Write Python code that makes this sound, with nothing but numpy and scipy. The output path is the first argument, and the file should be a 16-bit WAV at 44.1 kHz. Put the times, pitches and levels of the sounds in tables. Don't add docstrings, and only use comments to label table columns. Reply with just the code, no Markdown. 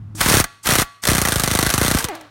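import sys
import numpy as np
from scipy import signal
from scipy.fft import rfft, irfft
from scipy.io import wavfile

SR = 44100
rng = np.random.default_rng(int(sys.argv[2]) if len(sys.argv) > 2 else 0)


def to_wav(s):
    ch = np.atleast_2d(s).T
    pcm = np.round(np.clip(ch, -1, 1) * 32767)
    wavfile.write(sys.argv[1], SR, pcm.astype(np.int16))


N = 101429
TIME = np.arange(N) / SR

# (time [s], level [dB])
HUM_LEVEL = [(0, -34.5), (.19, -34.5), (.3, -57), (1.0, -64), (2.3, -55.5)]
# (frequency [Hz], relative density [dB per Hz])
BACKGROUND_SPECTRUM = [(30, -4), (170, 0), (300, -14), (450, -31), (1200, -28), (2500, -41), (15000, -60)]
HUM_HZ, HUM_WOBBLE, HUM_OCTAVE_DB = 106, .03, -19
BACKGROUND_DB = -6

# (frequency [Hz], relative density [dB per Hz])
ROOM_SPECTRUM = [(60, -15), (500, -9), (1500, 0), (4300, 0), (5200, -5), (9000, -8), (11000, -13),
                 (16000, -17)]
ROOM_DB, ROOM_T60_S = -29, 0.61

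# (frequency [Hz], relative level [dB], t60 [s])
STEEL_MODES = [(688, -5, 0.33), (834, -5, 0.26), (1139, 1.5, 0.64), (1387, 0, 0.34), (1707, -2.5, 0.35),
               (1924, -4, 0.43), (2546, -11, 0.59), (3450, -12.5, .4), (4320, -11.5, 0.67)]
STEEL_DB, STEEL_MAIN_HZ, STEEL_WANDER_HZ = -23.5, 1141, 2.5

# (valve opens [s], air fully on [s], hammering ends [s],
#                 exhaust level [dB], drive of the main steel mode [dB])
PULLS = [(0.148, 0.219, 0.412, -19.5, -4.5), (0.628, 0.66, 0.82, -22, 2.5), (1.018, 1.033, 2.050, -31, 5)]

# (time [s], vane rate [Hz], whine level [dB], air level [dB])
MOTOR_RUN = [(1.899, 380, -48, -56), (2.01, 448, -38, -54), (2.062, 512, -39, -36), (2.08, 485, -41, -40),
             (2.097, 415, -31, -38), (2.135, 298, -32.5, -40), (2.155, 338, -39, -37.5),
             (2.19, 322, -44, -45), (2.258, 298, -48, -49), (2.30, 285, -66, -55)]
MOTOR_ORDERS_DB = [0, -6, -14, -13, -11, -12, -17]
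# (frequency [Hz], relative density [dB per Hz])
MOTOR_AIR_SPECTRUM = [(90, -20), (300, -6), (450, -10), (720, -3), (1500, -7), (4200, -14), (5000, -20),
                      (15000, -35)]
START_HZ, START_DB, START_FADE_S = 315, -35, .04
MOTOR_WOBBLE = .015
MOTOR_BLUR_AT_S, MOTOR_BLUR_CYCLES = 2.14, .3
PORT_HZ, PORT_WIDTH_HZ, PORT_GAIN = 800, 240, 2.8

# (frequency [Hz], relative density [dB per Hz])
EXHAUST_SPECTRUM = [(60, 4), (550, -8.5), (900, -0.5), (1500, -1), (2800, -4), (4500, -7), (10000, -8.5),
                    (16000, -11)]
VALVE_DB, VALVE_HZ, VALVE_WIDTH_HZ, VALVE_OPEN_S = -38, 6670, 5200, .008
AIR_RELEASE_DB_PER_S, AIR_OPENING_POWER = 711, 2.6

# (time [s], relative crack level [dB], relative clang level [dB], relative thump level [dB])
BLOWS = [(0.2069, -4, -16, -57), (0.2601, -5, -15, -23.5), (0.286, -1.5, -13.5, -21),
         (0.312, -9, -30, -19.5), (0.3396, 1, -11.5, -13.5), (0.369, 1.5, -16, -15.5), (0.4, 3, -16.5, -18),
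         (0.689, -4, -13, -21.5), (0.7206, -2.5, -18, -20), (0.7541, 2, -15, -22.5),
         (0.7853, 0.5, -17.5, -19.5), (0.818, -2, -17.5, -24), (1.086, 1.5, -14, -18),
         (1.1159, -3, -16.5, -18), (1.1497, -1, -15, -21), (1.1815, -1, -16, -21), (1.216, 0, -17.5, -21),
         (1.251, -2.5, -13.5, -29), (1.2856, -1.5, -17.5, -23), (1.3211, -1.5, -17.5, -25.5),
         (1.358, -2.5, -18, -19.5), (1.397, -1.5, -17, -23.5), (1.436, 0.5, -16, -21.5),
         (1.476, -3.5, -17, -22.5), (1.513, -3.5, -22.5, -22.5), (1.5505, -1.5, -17, -19.5),
         (1.589, 0, -17, -21), (1.6273, -1, -16.5, -18.5), (1.6645, -1, -16.5, -20),
         (1.7019, -0.5, -17, -32), (1.7388, -0.5, -17, -20.5), (1.7786, -0.5, -18, -21.5),
         (1.814, -4.5, -17, -17), (1.8475, -4, -20, -20.5), (1.8806, -1.5, -22.5, -20.5),
         (1.9124, -1, -17.5, -20), (1.9476, -4, -21.5, -16.5), (1.9862, -1.5, -22.5, -34),
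         (2.0424, -4, -24, -25.5)]
SHUDDER_DB, SHUDDER_DECAY_S, SHUDDER_LOW_HZ, SHUDDER_HIGH_HZ = -5.5, .015, 45, 170
THUMP_DROP_HZ, THUMP_FALL_S, THUMP_END_HZ = 1050, .00078, 20
THUMP_LAG_S, THUMP_RISE_S, THUMP_DECAY_S = 0.00065, 0.00066, 0.0096
THUMP_STRETCH_PER_DB, THUMP_USUAL_DB, THUMP_VARY = .015, -21, .15
THUMP_DB, THUMP_ROUGH = 11.5, 0.13

# (time [s], relative level [dB])
KNOCKS = [(0.1518, -32), (0.2113, 1), (0.2944, -9.5), (0.2984, 2.5), (0.318, -5), (0.323, -1.5), (0.33, -4),
          (0.3513, -1), (0.3822, -4), (0.4412, -6.5), (0.659, -11), (0.6691, -4), (0.6734, -3),
          (0.7039, -2), (0.709, -3), (0.7358, -2.5), (0.7971, -2.5), (1.037, -11.5), (1.0526, -4),
          (1.07, -3.5), (1.075, -1.5), (1.0993, -2.5), (1.1323, -5.5), (1.1673, -7), (1.83, -6.5),
          (1.8624, -5.5), (1.973, -8), (1.999, -17), (2.0248, -15.5), (2.0857, -16), (2.1518, -23.5),
          (2.2108, -30)]
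# (frequency [Hz], relative density [dB per Hz])
CRACK_SPECTRUM = [(300, -44.5), (1500, -10.5), (2600, -0.5), (4300, 3.5), (4900, -0.5), (6000, 4),
                  (7400, -1.5), (8600, 3), (9800, 4.5), (10400, -3.5), (11300, 0.5), (13500, -4),
                  (16000, -16.5)]
# (frequency [Hz], relative density [dB per Hz])
CLANG_SPECTRUM = [(100, 0.5), (250, -3), (450, -5), (700, -0.5), (950, -4.5), (1200, 1.5), (1550, -1),
                  (2100, -3.5), (2700, -11), (5000, -18)]
# (frequency [Hz], width [Hz], middle gain [dB])
CASE_MODES = [(1585, 144, -9.5), (2004, 60, -4.5), (2490, 28.2, -3.5), (3140, 50, -5), (3547, 40, -4.5),
              (4180, 63, -11), (5640, 78, -9), (6520, 210, -14), (8430, 84, -4), (9440, 77, -12)]
CASE_VARY_DB, CASE_VARY_PER_S = 5, 25
CRACK_DB, CRACK_RISE_S, CRACK_DECAY_S = -6.5, .00045, 0.0016
CRACK_TAIL_DB, CRACK_TAIL_S = -9, 0.0051
CLANG_DB, CLANG_RISE_S, CLANG_DECAY_S = 3.5, 0.0011, 0.0061
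KNOCK_CRACK_DB, KNOCK_CLANG_DB = 1, -13.5
BOUNCE_S, BOUNCE_SPREAD_S, BOUNCE_DB, BOUNCE_CLANG_DB = 0.0063, 0.00052, -6, -5.5
RATTLE_AFTER_S, RATTLE_WIDTH_S, RATTLE_SPREAD_S = .0225, .0033, .002
RATTLE_PER_S, RATTLE_UNEVEN_DB = 600, 2.5
RATTLE_DB, RATTLE_CLANG_DB = -22, -25

LOW_CUT_HZ, CEILING, CUTOFF_HZ = 27, .7, 16000


def from_db(db):
    return 10 ** (np.asarray(db) / 20)


def rms_one(x):
    return x / np.sqrt(np.mean(x ** 2) + 1e-20)


def colour(x, points):
    size = 4096
    hz, db = np.transpose(points)
    bins_hz = np.fft.rfftfreq(size, 1 / SR)
    gain = rms_one(from_db(np.interp(np.log(bins_hz + 1), np.log(hz), db)))
    cepstrum = irfft(np.log(gain))
    cepstrum[1:size // 2] *= 2
    cepstrum[size // 2 + 1:] = 0
    impulse = irfft(np.exp(rfft(cepstrum)))
    return signal.fftconvolve(x, impulse)[:N]


def noise():
    return rng.standard_normal(N)


def drift(rate):
    return rms_one(signal.sosfilt(signal.butter(2, rate, fs=SR, output="sos"), noise()))


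def resonance(x, hz, width_hz):
    r = np.exp(-np.pi * width_hz / SR)
    feed = np.array([1, 0, -1]) * (1 - r * r) / 2
    return signal.lfilter(feed, [1, -2 * r * np.cos(2 * np.pi * hz / SR), r * r], x)


def strikes(s, db):
    return np.bincount(np.clip(s * SR, 0, N - 1).astype(int), from_db(db) ** 2, N)


def dying(energy, decay_s):
    return signal.lfilter([1], [1, -np.exp(-2 / (decay_s * SR))], energy + 1e-18)


def background():
    phase = 2 * np.pi * np.cumsum(HUM_HZ * (1 + HUM_WOBBLE * drift(25.3))) / SR
    hum = rms_one(np.sin(phase) + from_db(HUM_OCTAVE_DB) * np.sin(2 * phase))
    low_noise = from_db(BACKGROUND_DB) * colour(noise(), BACKGROUND_SPECTRUM)
    return from_db(np.interp(TIME, *np.transpose(HUM_LEVEL))) * (hum + low_noise)


def workshop(x):
    tail = colour(noise(), ROOM_SPECTRUM) * from_db(-60 * TIME / ROOM_T60_S)
    return from_db(ROOM_DB) * signal.fftconvolve(x, tail / np.linalg.norm(tail))[:N]


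def steel(hits):
    main_db = sum(ring_db * (TIME > start) * (TIME < end + .03) for start, _, end, _, ring_db in PULLS)
    out = np.zeros(N)
    for hz, db, t60 in STEEL_MODES:
        decay_s = t60 / np.log(1000)
        is_main = np.isclose(hz, STEEL_MAIN_HZ, rtol=.1)
        drive = hits * from_db(main_db * is_main)
        stored = dying(drive ** 2, decay_s) * 2 / (decay_s * SR)
        phase = 2 * np.pi * np.cumsum(hz + STEEL_WANDER_HZ * drift(62.5)) / SR
        out += from_db(db + STEEL_DB) * np.sqrt(stored) * np.sin(phase)
    return out


def motor_start():
    age = np.maximum(TIME - PULLS[0][0], 0)
    return from_db(START_DB) * np.exp(-age / START_FADE_S) * np.sin(2 * np.pi * START_HZ * age)


def motor():
    s, hz, whine_db, air_db = np.transpose(MOTOR_RUN)
    vane_hz = np.interp(TIME, s, hz) * (1 + MOTOR_WOBBLE * drift(103))
    phase = 2 * np.pi * np.cumsum(vane_hz) / SR
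    coasting = (TIME > MOTOR_BLUR_AT_S) * np.minimum((TIME - MOTOR_BLUR_AT_S) / 0.027, 1)
    blur = 2 * np.pi * MOTOR_BLUR_CYCLES * coasting
    whine = np.zeros(N)
    for k, order_db in enumerate(MOTOR_ORDERS_DB):
        whine += from_db(order_db) * np.sin((k + 1) * phase + k * blur * drift(60))
    whine = whine + PORT_GAIN * resonance(whine, PORT_HZ, PORT_WIDTH_HZ)
    air = colour(noise() * (1 + .5 * np.cos(phase)), MOTOR_AIR_SPECTRUM)
    fade_in = np.clip((TIME - s[0]) / 0.07, 0, 1)
    whine_gain = from_db(np.interp(TIME, s, whine_db))
    air_gain = from_db(np.interp(TIME, s, air_db))
    return fade_in * (whine_gain * whine + air_gain * air)


def exhaust():
    rush, valve = np.zeros(N), np.zeros(N)
    for start, on, off, db, _ in PULLS:
        release = from_db(-AIR_RELEASE_DB_PER_S * np.maximum(TIME - off, 0))
        opening = np.clip((TIME - start) / max(on - start, .002), 0, 1) ** AIR_OPENING_POWER
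        rush += release * from_db(db) * opening
        valve += release * np.clip((TIME - start) / VALVE_OPEN_S, 0, 1)
    narrow = resonance(noise(), VALVE_HZ, VALVE_WIDTH_HZ)
    hiss = rms_one(resonance(narrow, VALVE_HZ, 2 * VALVE_WIDTH_HZ))
    return rush * colour(noise(), EXHAUST_SPECTRUM) + from_db(VALVE_DB) * valve * hiss


def shudder():
    s, _, _, db = np.transpose(BLOWS)
    band = signal.butter(2, [SHUDDER_LOW_HZ, SHUDDER_HIGH_HZ], "band", fs=SR, output="sos")
    rumble = rms_one(signal.sosfilt(band, noise()))
    return np.sqrt(dying(strikes(s, db + SHUDDER_DB), SHUDDER_DECAY_S)) * rumble


def thumps():
    out = np.zeros(N)
    for s, _, _, db in BLOWS:
        vary = THUMP_VARY * rng.standard_normal()
        stretch = np.exp(THUMP_STRETCH_PER_DB * (db - THUMP_USUAL_DB) + vary)
        age = np.maximum(TIME - s - THUMP_LAG_S, 0) / stretch
        cycles = THUMP_DROP_HZ * THUMP_FALL_S * np.log1p(age / THUMP_FALL_S) + THUMP_END_HZ * age
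        swell = (1 - np.exp(-age / THUMP_RISE_S)) * np.exp(-age / THUMP_DECAY_S)
        out += from_db(db + THUMP_DB) * swell * np.sin(2 * np.pi * cycles)
    return out * (1 + THUMP_ROUGH * drift(300))


def rattle():
    blow_s = np.array(BLOWS)[:, 0]
    middles = blow_s + RATTLE_AFTER_S + RATTLE_SPREAD_S * rng.standard_normal(len(BLOWS))
    swell = sum(np.exp(-.5 * ((TIME - s) / RATTLE_WIDTH_S) ** 2) for s in middles)
    driven = sum((TIME > on) & (TIME < off) for _, on, off, _, _ in PULLS)
    ticks = rng.random(N) < RATTLE_PER_S / SR
    return swell * driven * ticks * from_db(RATTLE_UNEVEN_DB * noise()) ** 2


def contacts():
    s, crack_db, clang_db, _ = np.transpose(BLOWS)
    knock_s, knock_db = np.transpose(KNOCKS)
    bounce_s = s + BOUNCE_S + BOUNCE_SPREAD_S * rng.standard_normal(len(s))
    wind_up = rattle()

    hard = strikes(s, crack_db) + strikes(bounce_s, crack_db + BOUNCE_DB)
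    hard = hard + strikes(knock_s, knock_db + KNOCK_CRACK_DB)
    hard = hard * from_db(CRACK_DB) ** 2 + wind_up * from_db(RATTLE_DB) ** 2
    heavy = strikes(s, clang_db) + strikes(bounce_s, clang_db + BOUNCE_CLANG_DB)
    heavy = heavy + strikes(knock_s, knock_db + KNOCK_CLANG_DB)
    heavy = heavy * from_db(CLANG_DB) ** 2 + wind_up * from_db(RATTLE_CLANG_DB) ** 2

    crack_body = np.abs(dying(hard, CRACK_DECAY_S) - dying(hard, CRACK_RISE_S))
    crack_tail = from_db(CRACK_TAIL_DB) ** 2 * dying(hard, CRACK_TAIL_S)
    crack = np.sqrt(crack_body + crack_tail)
    clang = np.sqrt(np.abs(dying(heavy, CLANG_DECAY_S) - dying(heavy, CLANG_RISE_S)))
    hits = colour(crack * noise(), CRACK_SPECTRUM) + colour(clang * noise(), CLANG_SPECTRUM)

    case = np.zeros(N)
    for hz, width_hz, db in CASE_MODES:
        gain = from_db(db + CASE_VARY_DB * drift(CASE_VARY_PER_S))
        case += gain * resonance(hits, hz, width_hz)
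    return hits + case


def scene():
    hits = contacts()
    wrench = hits + thumps() + shudder() + exhaust() + motor_start() + motor()
    return (background() + workshop(wrench) + steel(hits) + wrench)[None]


def record(dry):
    low_cut = signal.butter(4, LOW_CUT_HZ, "high", fs=SR, output="sos")
    thin = signal.sosfilt(low_cut, dry)
    rounded = CEILING * np.tanh(thin / CEILING)
    top_cut = signal.ellip(12, .2, 80, CUTOFF_HZ, fs=SR, output="sos")
    return signal.sosfilt(top_cut, rounded)


dry = scene()
out = record(dry)
to_wav(out)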